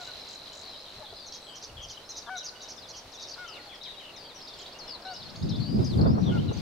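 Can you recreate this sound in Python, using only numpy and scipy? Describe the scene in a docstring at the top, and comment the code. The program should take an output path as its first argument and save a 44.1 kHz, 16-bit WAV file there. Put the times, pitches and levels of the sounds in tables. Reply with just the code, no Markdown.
"""A reedbed in spring.

A small warbler reels close by (a fast, even run of ticks and pulses) and stops after a second and a half.
Other songbirds chirp, whistle and trill around it in nearly pure, sliding tones, and a waterbird honks
over the water. The reeds scatter the calls. Near the end a gust of wind buffets the microphone."""
import sys
import numpy as np
from scipy import signal
from scipy.fft import rfft, irfft
from scipy.io import wavfile

SR = 44100
rng = np.random.default_rng(int(sys.argv[2]) if len(sys.argv) > 2 else 0)


def transcribe(u):
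    """Save the signal u as a 16-bit wav file named by the first command-line argument.

    u: samples, shape (n,) or (channels, n), limited to [-1, 1]; the rate is SR.
    q: integer samples, one column per channel.
    """
    v = np.clip(np.atleast_2d(u).T, -1, 1)
    q = np.round(v * 32767).astype(np.int16)
    wavfile.write(sys.argv[1], SR, q)


N = 291484
TIME = np.arange(N) / SR


def reel(start_s=.0165, end_s=1.5, beat_s=.02018, pitch_hz=4020, glide_hz=300, fade_db_per_s=4.5):
    """The warbler: about fifty beats a second, each a falling tick and then a short round pulse."""
    out = np.zeros(N)
    for beat in np.arange(start_s, end_s, beat_s):
        t, u = span(.0053 * (1 + .1 * rng.normal()))
        pulse = np.sin(np.pi * u) * syrinx(pitch_hz + glide_hz * (u - .5) + 55 * rng.normal())
        add(out, beat - t[-1] / 2, pulse * from_db(-2.5 + rng.normal()))
        t, u = span(.003)
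        tick = fade(t, .00075) * u * syrinx(glide(u, 8000, 3700, ease=2))
        add(out, beat - .0095, tick * from_db(-4 + 2 * rng.normal()))
    return out * from_db(-36.5 - fade_db_per_s * TIME)


def churrs(throbs_per_s=48):
    """Harsh calls close by: high noise in a quick throb."""
    # Each row: start in seconds, end in seconds, level in dB.
    calls = [(0, .09, -53), (0.279, 0.367, -50.5), (0.523, 0.625, -50.5)]
    out = np.zeros(N)
    for start, end, db in calls:
        t, _ = span(end - start)
        throb = np.sin(np.pi * throbs_per_s * t) ** 2
        add(out, start, from_db(db) * throb * fade(t, .0097) * band_noise(4300, 7600, len(t)))
    return out


def chirps(gap_s=.0738, rise_s=.012, top_hz=6650, warble_hz=480, throat_hz=5900, gain_db=1):
    """Warbling arches of pitch over a rasp, loudest as they pass the pitch at which the throat rings."""
    # Each row: time of a group's first pitch peak in seconds, number of chirps, level in dB.
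    groups = [(1.272, 2, -46.5), (1.563, 2, -46), (1.834, 2, -46), (2.102, 2, -40.5), (2.378, 2, -39.5),
              (2.628, 2, -44.5), (2.898, 2, -45.5), (3.146, 3, -49)]
    out = np.zeros(N)
    for first, count, db in groups:
        for k in range(round(count)):
            peak = first + k * gap_s
            voice_db, rasp_db = (db + 1, -47.5) if k else (db, -57.5)   # later chirps are much raspier
            fall_s = .024 * (1 + .1 * rng.normal())
            t, _ = span(rise_s + fall_s)
            past_peak = t - rise_s
            drop_hz = np.where(past_peak < 0, 1700 * (past_peak / rise_s) ** 2, 1900 * past_peak / fall_s)
            warbles_per_s = 115 * (1 + .128 * rng.normal())
            hz = top_hz - drop_hz + warble_hz * np.cos(2 * np.pi * warbles_per_s * past_peak)
            resonance = 1 / (1 + ((hz - throat_hz) / 850) ** 2)
            voice = resonance * syrinx(hz, waver=.023, overtone_db=-29)
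            shape = fade(t, .0018) * np.interp(past_peak, [-rise_s, 0], [.45, 1])
            add(out, peak - rise_s, from_db(voice_db + gain_db) * shape * voice)
            t, u = span(.061)
            grain = from_db(rasp_db - 4.9 * u + 4.6 * drift(398, len(t)))
            add(out, peak - .024, grain * fade(t, .0037) * band_noise(4200, 6120, len(t)))
    return out


def flicks(note_s=.027, gain_db=-.5):
    """Runs of quick upward sweeps, loudest half way, no two quite alike."""
    # Each row: middle of the first note, end of the run and note spacing in seconds, then level in dB.
    runs = [(4.417, 4.76, .0617, -44.5), (5.165, 5.59, .0657, -43.5)]
    out = np.zeros(N)
    notes = [(when, db) for first, end, gap, db in runs for when in np.arange(first, end, gap)]
    for when, db in notes:
        t, u = span(note_s * (1 + .14 * rng.normal()))
        hz = np.interp(u, [0, .35, .55, 1], [3000, 3750, 4750, 5650]) * (1 + .0356 * rng.normal())
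        level = gain_db + db - 28 * abs(u - .5) + 3 * drift(330, len(t))
        add(out, when - t[-1] / 2, from_db(level) * fade(t, .0015) * syrinx(hz, waver=.032))
    return out


def whistle(length, first_hz, last_hz, flutter_db=2):
    """One whistle that slides from one pitch to another while its loudness flutters."""
    t, u = span(length)
    flutter = from_db(flutter_db * drift(112, len(t)))
    return flutter * fade(t, .0023) * syrinx(glide(u, first_hz, last_hz, ease=1.25))


def whistles(gain_db=1):
    """Single sliding whistles from the birds around."""
    # Each row: start and length in seconds, first and last pitch in Hz, level in dB.
    notes = [(.632, 0.15, 4570, 3760, -53), (1.161, 0.2, 5090, 3810, -54.5), (1.408, .12, 8100, 7750, -68),
             (1.632, .012, 4470, 3420, -50), (1.901, 0.014, 3360, 2970, -47.5),
             (1.928, 0.013, 4920, 3720, -52), (1.971, 0.013, 3200, 3000, -49.5),
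             (2.09, .027, 4050, 4260, -48.5), (2.217, 0.015, 5080, 3620, -48.5),
             (2.261, 0.032, 3790, 3100, -52.5), (2.458, .023, 4430, 4920, -48),
             (2.483, .016, 5380, 3970, -44), (2.778, .019, 3560, 3630, -50.5),
             (3.315, 0.013, 4520, 4720, -43), (3.334, 0.017, 5420, 3960, -44),
             (3.595, 0.03, 4400, 4130, -52), (3.657, 0.031, 4700, 4110, -53.5),
             (3.97, .026, 3770, 3890, -49.5), (4.136, .06, 4290, 3580, -54.5),
             (4.346, .12, 5950, 4950, -54), (4.587, .014, 8050, 6000, -53), (4.612, 0.022, 7700, 4900, -54),
             (5.02, 0.0138, 5500, 3820, -50), (5.083, 0.047, 4280, 4690, -49),
             (5.255, 0.025, 4400, 4180, -49), (5.624, .022, 4220, 3930, -47.5),
             (5.972, 0.029, 5000, 4050, -48), (6.011, 0.0089, 4660, 4250, -39),
             (6.377, 0.027, 2755, 3190, -48), (6.479, 0.02, 4140, 3750, -46.5),
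             (6.527, 0.017, 5850, 6520, -53.5), (6.566, .041, 4150, 4900, -55),
             (6.571, .012, 6600, 5080, -53)]
    out = np.zeros(N)
    for start, length, first_hz, last_hz, db in notes:
        add(out, start, from_db(gain_db + db) * whistle(length, first_hz, last_hz))
    return out


def dives(top_hz=7300, drop_s=.0105, edge_s=.008, fade_db_per_s=95, gain_db=.5):
    """About three times a second, one bird drops steeply from the same top and settles on a held pitch."""
    # Each row: start and length in seconds, held pitch in Hz, level in dB.
    notes = [(2.761, 0.052, 4800, -50), (3.116, 0.056, 3430, -49), (3.474, 0.052, 4830, -48),
             (3.83, 0.046, 3050, -45), (4.159, .12, 4720, -50), (4.481, 0.093, 3480, -50),
             (4.784, 0.094, 4180, -45), (5.133, .058, 4820, -48), (5.489, 0.11, 3520, -44.5),
             (5.841, 0.055, 4890, -44), (6.209, .11, 3470, -53.5)]
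    out = np.zeros(N)
    for start, length, held_hz, db in notes:
        t, _ = span(length)
        level = gain_db + db - fade_db_per_s * t - drift(125, len(t))
        hz = held_hz + (top_hz - held_hz) * np.exp(-t / drop_s)
        add(out, start, from_db(level) * fade(t, edge_s) * syrinx(hz))
        if held_hz > 4500:   # high notes slide down a second step
            add(out, start + length - edge_s / 2, from_db(db - 3) * whistle(.053, held_hz, 3450))
    return out


def buzzes(wobbles_per_s=290, wobble_hz=130):
    """Long whistles that rise and level out; a very fast wobble in pitch makes them buzz."""
    # Each row: start and end in seconds, first and last pitch in Hz, first and last level in dB.
    notes = [(4.198, 4.34, 4490, 4650, -51, -64), (5.593, 5.784, 4260, 4920, -43.5, -51.5),
             (5.781, 5.887, 4900, 4930, -58, -43), (6.061, 6.154, 4500, 5450, -46, -61),
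             (6.17, 6.292, 5580, 5780, -62, -61)]
    out = np.zeros(N)
    for start, end, first_hz, last_hz, first_db, last_db in notes:
        t, u = span(end - start)
        wobble = wobble_hz * tone(wobbles_per_s * (1 + .085 * drift(98, len(t))))
        hz = glide(u, first_hz, last_hz, ease=1.5) + wobble
        add(out, start, from_db(first_db + (last_db - first_db) * u) * fade(t, .013) * syrinx(hz))
    return out


def trills(swing_hz=480, sag_hz=110, gain_db=3.5):
    """Fast trills: pitch and loudness swell together in every pulse."""
    # Each row: start and length in seconds, middle pitch and fall in Hz, pulses a second, level in dB.
    calls = [(.851, 0.084, 3080, 220, 100, -58), (1.048, 0.074, 3440, 242, 126, -54),
             (1.465, 0.093, 3140, 270, 106, -52), (1.768, 0.097, 3195, 110, 125, -48.5),
             (2.117, 0.079, 3860, 38, 120, -51.5), (2.354, 0.071, 3830, 0, 130, -43.5),
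             (2.603, 0.078, 3860, 26, 102, -52), (3.172, .1, 3786, 0, 92, -49),
             (3.458, 0.12, 2920, 343, 66, -52), (3.689, 0.079, 3344, 77, 80, -51.5),
             (3.811, .119, 3810, 135, 132, -46), (3.993, 0.12, 2960, 380, 73, -51.5),
             (4.875, 0.091, 4670, 1402, 71, -45), (5.048, 0.043, 4000, 0, 60, -47),
             (5.353, 0.089, 6600, 0, 70, -63), (6.26, 0.074, 3250, 794, 66, -49.5)]
    out = np.zeros(N)
    for start, length, middle_hz, fall_hz, rate, db in calls:
        t, u = span(length)
        cycle = t * rate % 1
        swell = np.sin(np.pi * cycle)
        hz = middle_hz + fall_hz * (.5 - u) + swing_hz * (swell - .85) - sag_hz * (2 * cycle - 1)
        level = gain_db + db + 1.6 * drift(rate, len(t))
        add(out, start, from_db(level) * swell ** 1.2 * fade(t, .003) * syrinx(hz, waver=.025))
    return out


def honks(droop=.253, catch_s=.0384):
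    """A waterbird: a hoarse catch breaks into a clear note that arches and sags at its end."""
    # Each row: start and length in seconds, pitch in Hz, then the levels in dB
    # of the lowest tone, the tone an octave above it and the hoarse catch.
    calls = [(-.05, .1, 739, -47.5, -50.5, -70), (2.286, 0.1, 759.6, -42, -41.5, -30.5),
             (3.373, 0.1, 730, -61, -43.5, -41.5), (5.041, 0.108, 758, -42.5, -49, -47),
             (6.307, 0.086, 722, -61, -44, -55)]
    out = np.zeros(N)
    for start, length, pitch, low_db, octave_db, catch_db in calls:
        t, u = span(length)
        hz = pitch * (1 - droop * (u - .36) ** 2 + .0015 * drift(270, len(t)))
        levels = [low_db, octave_db, octave_db - 14] + [octave_db - 27] * 5
        voice = sum(from_db(db) * tone(k * hz) for k, db in enumerate(levels, 1))
        add(out, start, fade(t, .023) * voice)
        t, u = span(catch_s)
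        rattle_hz = pitch / 3 * (1 + .121 * (u - 1) + .062 * drift(385, len(t)))
        catch = rms_one(sum(tone(k * rattle_hz) for k in range(3, 8)))
        add(out, start - .025, from_db(catch_db) * fade(t, .003) * u * catch / 2)
    return out


def clucks(droop=.08, overtone_db=-12):
    """Short falling hoots of distant waterbirds."""
    # Each row: start and length in seconds, pitch in Hz, level in dB.
    calls = [(.065, 0.057, 1495, -50.5), (1.002, 0.03, 610, -45.5), (1.02, 0.041, 848, -48),
             (1.124, 0.014, 420, -48), (1.124, 0.021, 677, -46.5), (3.475, 0.045, 1320, -49),
             (3.63, 0.089, 815, -56.5), (4.92, 0.052, 1015, -52.5), (6.53, 0.058, 837, -55)]
    out = np.zeros(N)
    for start, length, pitch, db in calls:
        t, u = span(length)
        hz = pitch * (1 + droop * (.5 - u) + .011 * drift(400, len(t)))
        voice = tone(hz) + from_db(overtone_db) * tone(2 * hz)
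        add(out, start, from_db(db) * np.sin(np.pi * u) * voice)
    return out


def wind(gain_db=2, lump_db=2.5, eddy_width_s=.027):
    """Wind buffets the microphone's two sides unevenly; sharp eddies (swirls) add a brighter flutter."""
    # Each row: time in seconds, level of the gust in dB.
    gust = [(5.1, -61.5), (5.402, -45.5), (5.43, -30.5), (5.556, -34), (5.57, -26.5), (5.674, -39.5),
            (5.772, -23), (5.888, -33), (6.014, -20), (6.254, -28.5), (6.28, -24.5), (6.51, -29.5),
            (6.54, -38), (6.61, -32)]
    # Each row: frequency in Hz, level of the rumble there in dB.
    rumble_colour = [(25, -21), (50, -12), (90, -0.5), (150, -1), (210, -1.5), (300, -9.5), (500, -20.5),
                     (1000, -34.5), (2000, -54), (4000, -69)]
    # Each row: time of an eddy in seconds, level in dB.
    eddies = [(5.816, -39), (6.012, -30.5), (6.08, -30.5), (6.179, -30.5), (6.285, -34), (6.362, -34),
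              (6.514, -40)]
    # Each row: time and half length of a light puff in seconds, level in dB.
    puffs = [(0.98, 0.017, -47), (1.74, 0.048, -52.5), (1.842, 0.074, -50.5), (1.13, 0.039, -57.5),
             (3.07, .02, -52)]
    force = from_db(gain_db + curve(gust)) * np.clip((TIME - gust[0][0]) / .1, 0, 1)
    lumps = from_db(lump_db * np.array([drift(35), drift(35)]))
    rumble = stereo_noise(rumble_colour, likeness=[(60, -.22), (130, .46), (260, .04), (640, -.71)])
    eddy_force = sum(from_db(db) * bump(when, eddy_width_s) for when, db in eddies)
    flutter = stereo_noise(colour=[(100, -21), (300, -5), (450, 0), (800, -7.5), (1500, -18.5), (3500, -58)],
                           likeness=[(300, -.12), (1000, -.69)])
    puffing = sum(from_db(db) * bump(when, half) for when, half, db in puffs) * band_noise(28, 128, N)
    swirling = eddy_force * flutter * from_db(4 * drift(130))
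    return pan(force * lumps * rumble + swirling + puffing, left_db=1.5)


def far_birds(first_s=3.563, end_s=4.36, gap_s=.145, fade_db_per_s=11, stray_count=120):
    """Deeper in the reeds: one bird repeats a falling note, ever fainter, and others add stray sweeps."""
    out = np.zeros(N)
    t, u = span(.045)
    for start in np.arange(first_s, end_s, gap_s):
        db = -53.5 - fade_db_per_s * (start - first_s)
        add(out, start, from_db(db) * fade(t, .0065) * syrinx(glide(u, 2750, 1850, ease=1.59)))
    for when, pitch, length, slope, loud in rng.random((stray_count, 5)):
        t, u = span(.0124 + .0396 * length)
        hz = (2800 + 2500 * pitch) * (1 + .404 * (slope - .7) * (u - .5))
        add(out, when * TIME[-1], from_db(-56 + 4 * loud) * np.sin(np.pi * u) * syrinx(hz, waver=.022))
    return out


def marsh():
    """Three beds of noise: a low far-off murmur that swells once, a blur of distant song and a thin hiss."""
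    # Each row: frequency in Hz, level of that noise there in dB.
    murmur_colour = [(30, -1), (80, -1), (160, -2.5), (300, -1), (600, 4), (1000, -0.5), (1600, -6.5),
                     (2500, -13.5), (5000, -39)]
    chorus_colour = [(1500, -7), (2300, -1.5), (3200, 0.5), (4200, 4), (5800, -7), (7000, -13),
                     (9000, -22.5)]
    hiss_colour = [(1000, 0), (7000, -0.5), (9000, -1.5), (12000, -5), (15500, -13)]
    # Each row: time in seconds, level of that noise in dB.
    chorus_levels = [(0, -47.5), (.7, -52.5), (2, -54.5), (4.4, -52), (5.8, -53), (6.15, -54.5),
                     (6.6, -48.5)]
    hiss_levels = [(0, -62.5), (5.6, -64.5), (5.98, -59), (6.06, -68), (6.6, -68)]
    # Each row: frequency in Hz, how alike left and right are (1 is the same, 0 is unrelated).
    likeness = [(60, 0.95), (290, 0.97), (640, 0.8), (1400, 0.6), (3100, 0.18), (7000, 0.062), (12000, 0)]
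    murmur_db = -52 + 3 * bump(4.85, .43) + .9 * drift(12)
    murmur = from_db(murmur_db) * stereo_noise(murmur_colour, likeness)
    chorus = from_db(curve(chorus_levels) - .5 + 2 * drift(25)) * stereo_noise(chorus_colour, likeness)
    hiss = from_db(curve(hiss_levels) + 1) * stereo_noise(hiss_colour, likeness)
    return murmur + chorus + hiss


def syrinx(hz, waver=.011, overtone_db=-50):
    """A songbird's voice organ: it makes a nearly pure tone, slightly unsteady."""
    hz = hz * (1 + waver * drift(707, len(hz)))
    return tone(hz) + from_db(overtone_db) * tone(2 * hz)


def in_reeds(x, left_db, near_db, near_s, far_db=-17):
    """A bird to one side: near stems scatter its sound, and the wider reedbed adds a faint long tail."""
    near = from_db(near_db) * scatter(x, near_s, build_s=.0052)
    far = from_db(far_db) * scatter(x, tail_s=.9, build_s=.081)
    return pan(x, left_db) + near + far


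def over_water(x, echo_s=.52, echo_db=-22):
    """Waterbird calls linger over the open water and return faintly from the far bank."""
    bright = signal.sosfilt(signal.butter(2, 1100, "high", fs=SR, output="sos"), x)
    echo = from_db(echo_db) * np.interp(TIME - echo_s, TIME, bright, left=0)
    calls = in_reeds(x, left_db=5, near_db=-14, near_s=.1, far_db=-24)
    lingering = from_db(-9) * scatter(bright, tail_s=1.1, build_s=.1)
    return calls + lingering + scatter(echo, tail_s=.26, build_s=.01)


def scatter(x, tail_s, build_s):
    """Countless small echoes, different left and right, that die away by 60 dB over tail_s."""
    t, _ = span(tail_s)
    tail = rng.standard_normal((2, len(t))) * from_db(-60 * t / tail_s) * np.clip(t / build_s, 0, 1)
    tail /= np.sqrt(np.sum(tail ** 2, axis=1, keepdims=True))
    return signal.fftconvolve(x[None], tail, axes=1)[:, :N]


def stereo_noise(colour, likeness):
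    """Noise shaped by (Hz, dB) colour points; (Hz, likeness) points say how alike its two sides are."""
    hz = np.fft.rfftfreq(N, 1 / SR)
    mid, side = rfft(rng.standard_normal((2, N))) * from_db(at_hz(colour, hz))
    alike = np.clip(at_hz(likeness, hz), -.99, .99)
    return rms_one(irfft(np.sqrt(1 + alike) * mid + np.sqrt(1 - alike) * side * [[1], [-1]], N))


def band_noise(low_hz, high_hz, size):
    """Noise between two frequencies, at strength 1."""
    band = signal.butter(5, [low_hz, high_hz], "band", fs=SR, output="sos")
    return rms_one(signal.sosfilt(band, rng.standard_normal(size)))


def drift(rate, size=N):
    """A random wander that heads for a new value `rate` times a second."""
    steps = np.arange(size) * rate / SR
    count = int(steps[-1]) + 2
    return np.interp(steps, np.arange(count), rng.standard_normal(count))


def tone(hz):
    """A sine wave of strength 1 that follows a pitch."""
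    return np.sqrt(2) * np.sin(2 * np.pi * np.cumsum(hz) / SR)


def glide(u, first_hz, last_hz, ease):
    """A pitch that moves fastest at first, then levels out."""
    return last_hz + (first_hz - last_hz) * (1 - u) ** ease


def span(length):
    """Seconds into a note (t), and the share of it gone by (u, from 0 to 1)."""
    t = np.arange(max(int(length * SR), 64)) / SR
    return t, t / t[-1]


def fade(t, edge_s):
    """A smooth rise and fall at the two ends of a note."""
    return np.sin(np.pi / 2 * np.clip(np.minimum(t, t[-1] - t) / edge_s, 0, 1)) ** 2


def bump(peak_s, width_s):
    """A bell-shaped swell around one moment."""
    return np.exp(-((TIME - peak_s) / width_s) ** 2)


def curve(rows):
    """Join (seconds, value) rows by straight lines."""
    return np.interp(TIME, *np.transpose(rows))


def at_hz(points, hz):
    """Read between (Hz, value) points, with octaves evenly spaced."""
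    point_hz, values = np.transpose(points)
    return np.interp(np.log(hz + 1), np.log(point_hz), values)


def from_db(db):
    """Turn decibels into a multiplier."""
    return 10 ** (np.asarray(db) / 20)


def rms_one(x):
    """Scale a sound to an average strength (rms) of 1."""
    return x / np.sqrt(np.mean(x ** 2) + 1e-20)


def pan(x, left_db):
    """Make the left side louder than the right by left_db."""
    return x * from_db(left_db / 2 * np.array([[1], [-1]]))


def add(track, start, sound):
    """Mix a sound in at a time in seconds."""
    at = int(round(start * SR))
    first, last = max(at, 0), min(at + len(sound), N)
    if last > first:
        track[first:last] += sound[first - at:last - at]


def scene():
    """The birds in their places, over the marsh and the wind."""
    birds = in_reeds(reel() + churrs(), left_db=1.5, near_db=-3, near_s=.11)
    birds += in_reeds(chirps(), left_db=-1.5, near_db=-7, near_s=.28, far_db=-19.5)
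    birds += in_reeds(flicks(), left_db=-1, near_db=-1, near_s=.2)
    birds += in_reeds(whistles() + dives() + buzzes(), left_db=7.5, near_db=-4, near_s=.25)
    birds += in_reeds(trills(), left_db=6.5, near_db=-3.5, near_s=.15)
    birds += in_reeds(far_birds(), left_db=-2, near_db=-2, near_s=.36)
    return birds + over_water(honks() + clucks()) + marsh() + wind()


def record(dry):
    """The treble above 15700 Hz is cut off steeply."""
    return signal.sosfilt(signal.ellip(10, .1, 80, 15700, fs=SR, output="sos"), dry)


dry = scene()
out = record(dry)
transcribe(out)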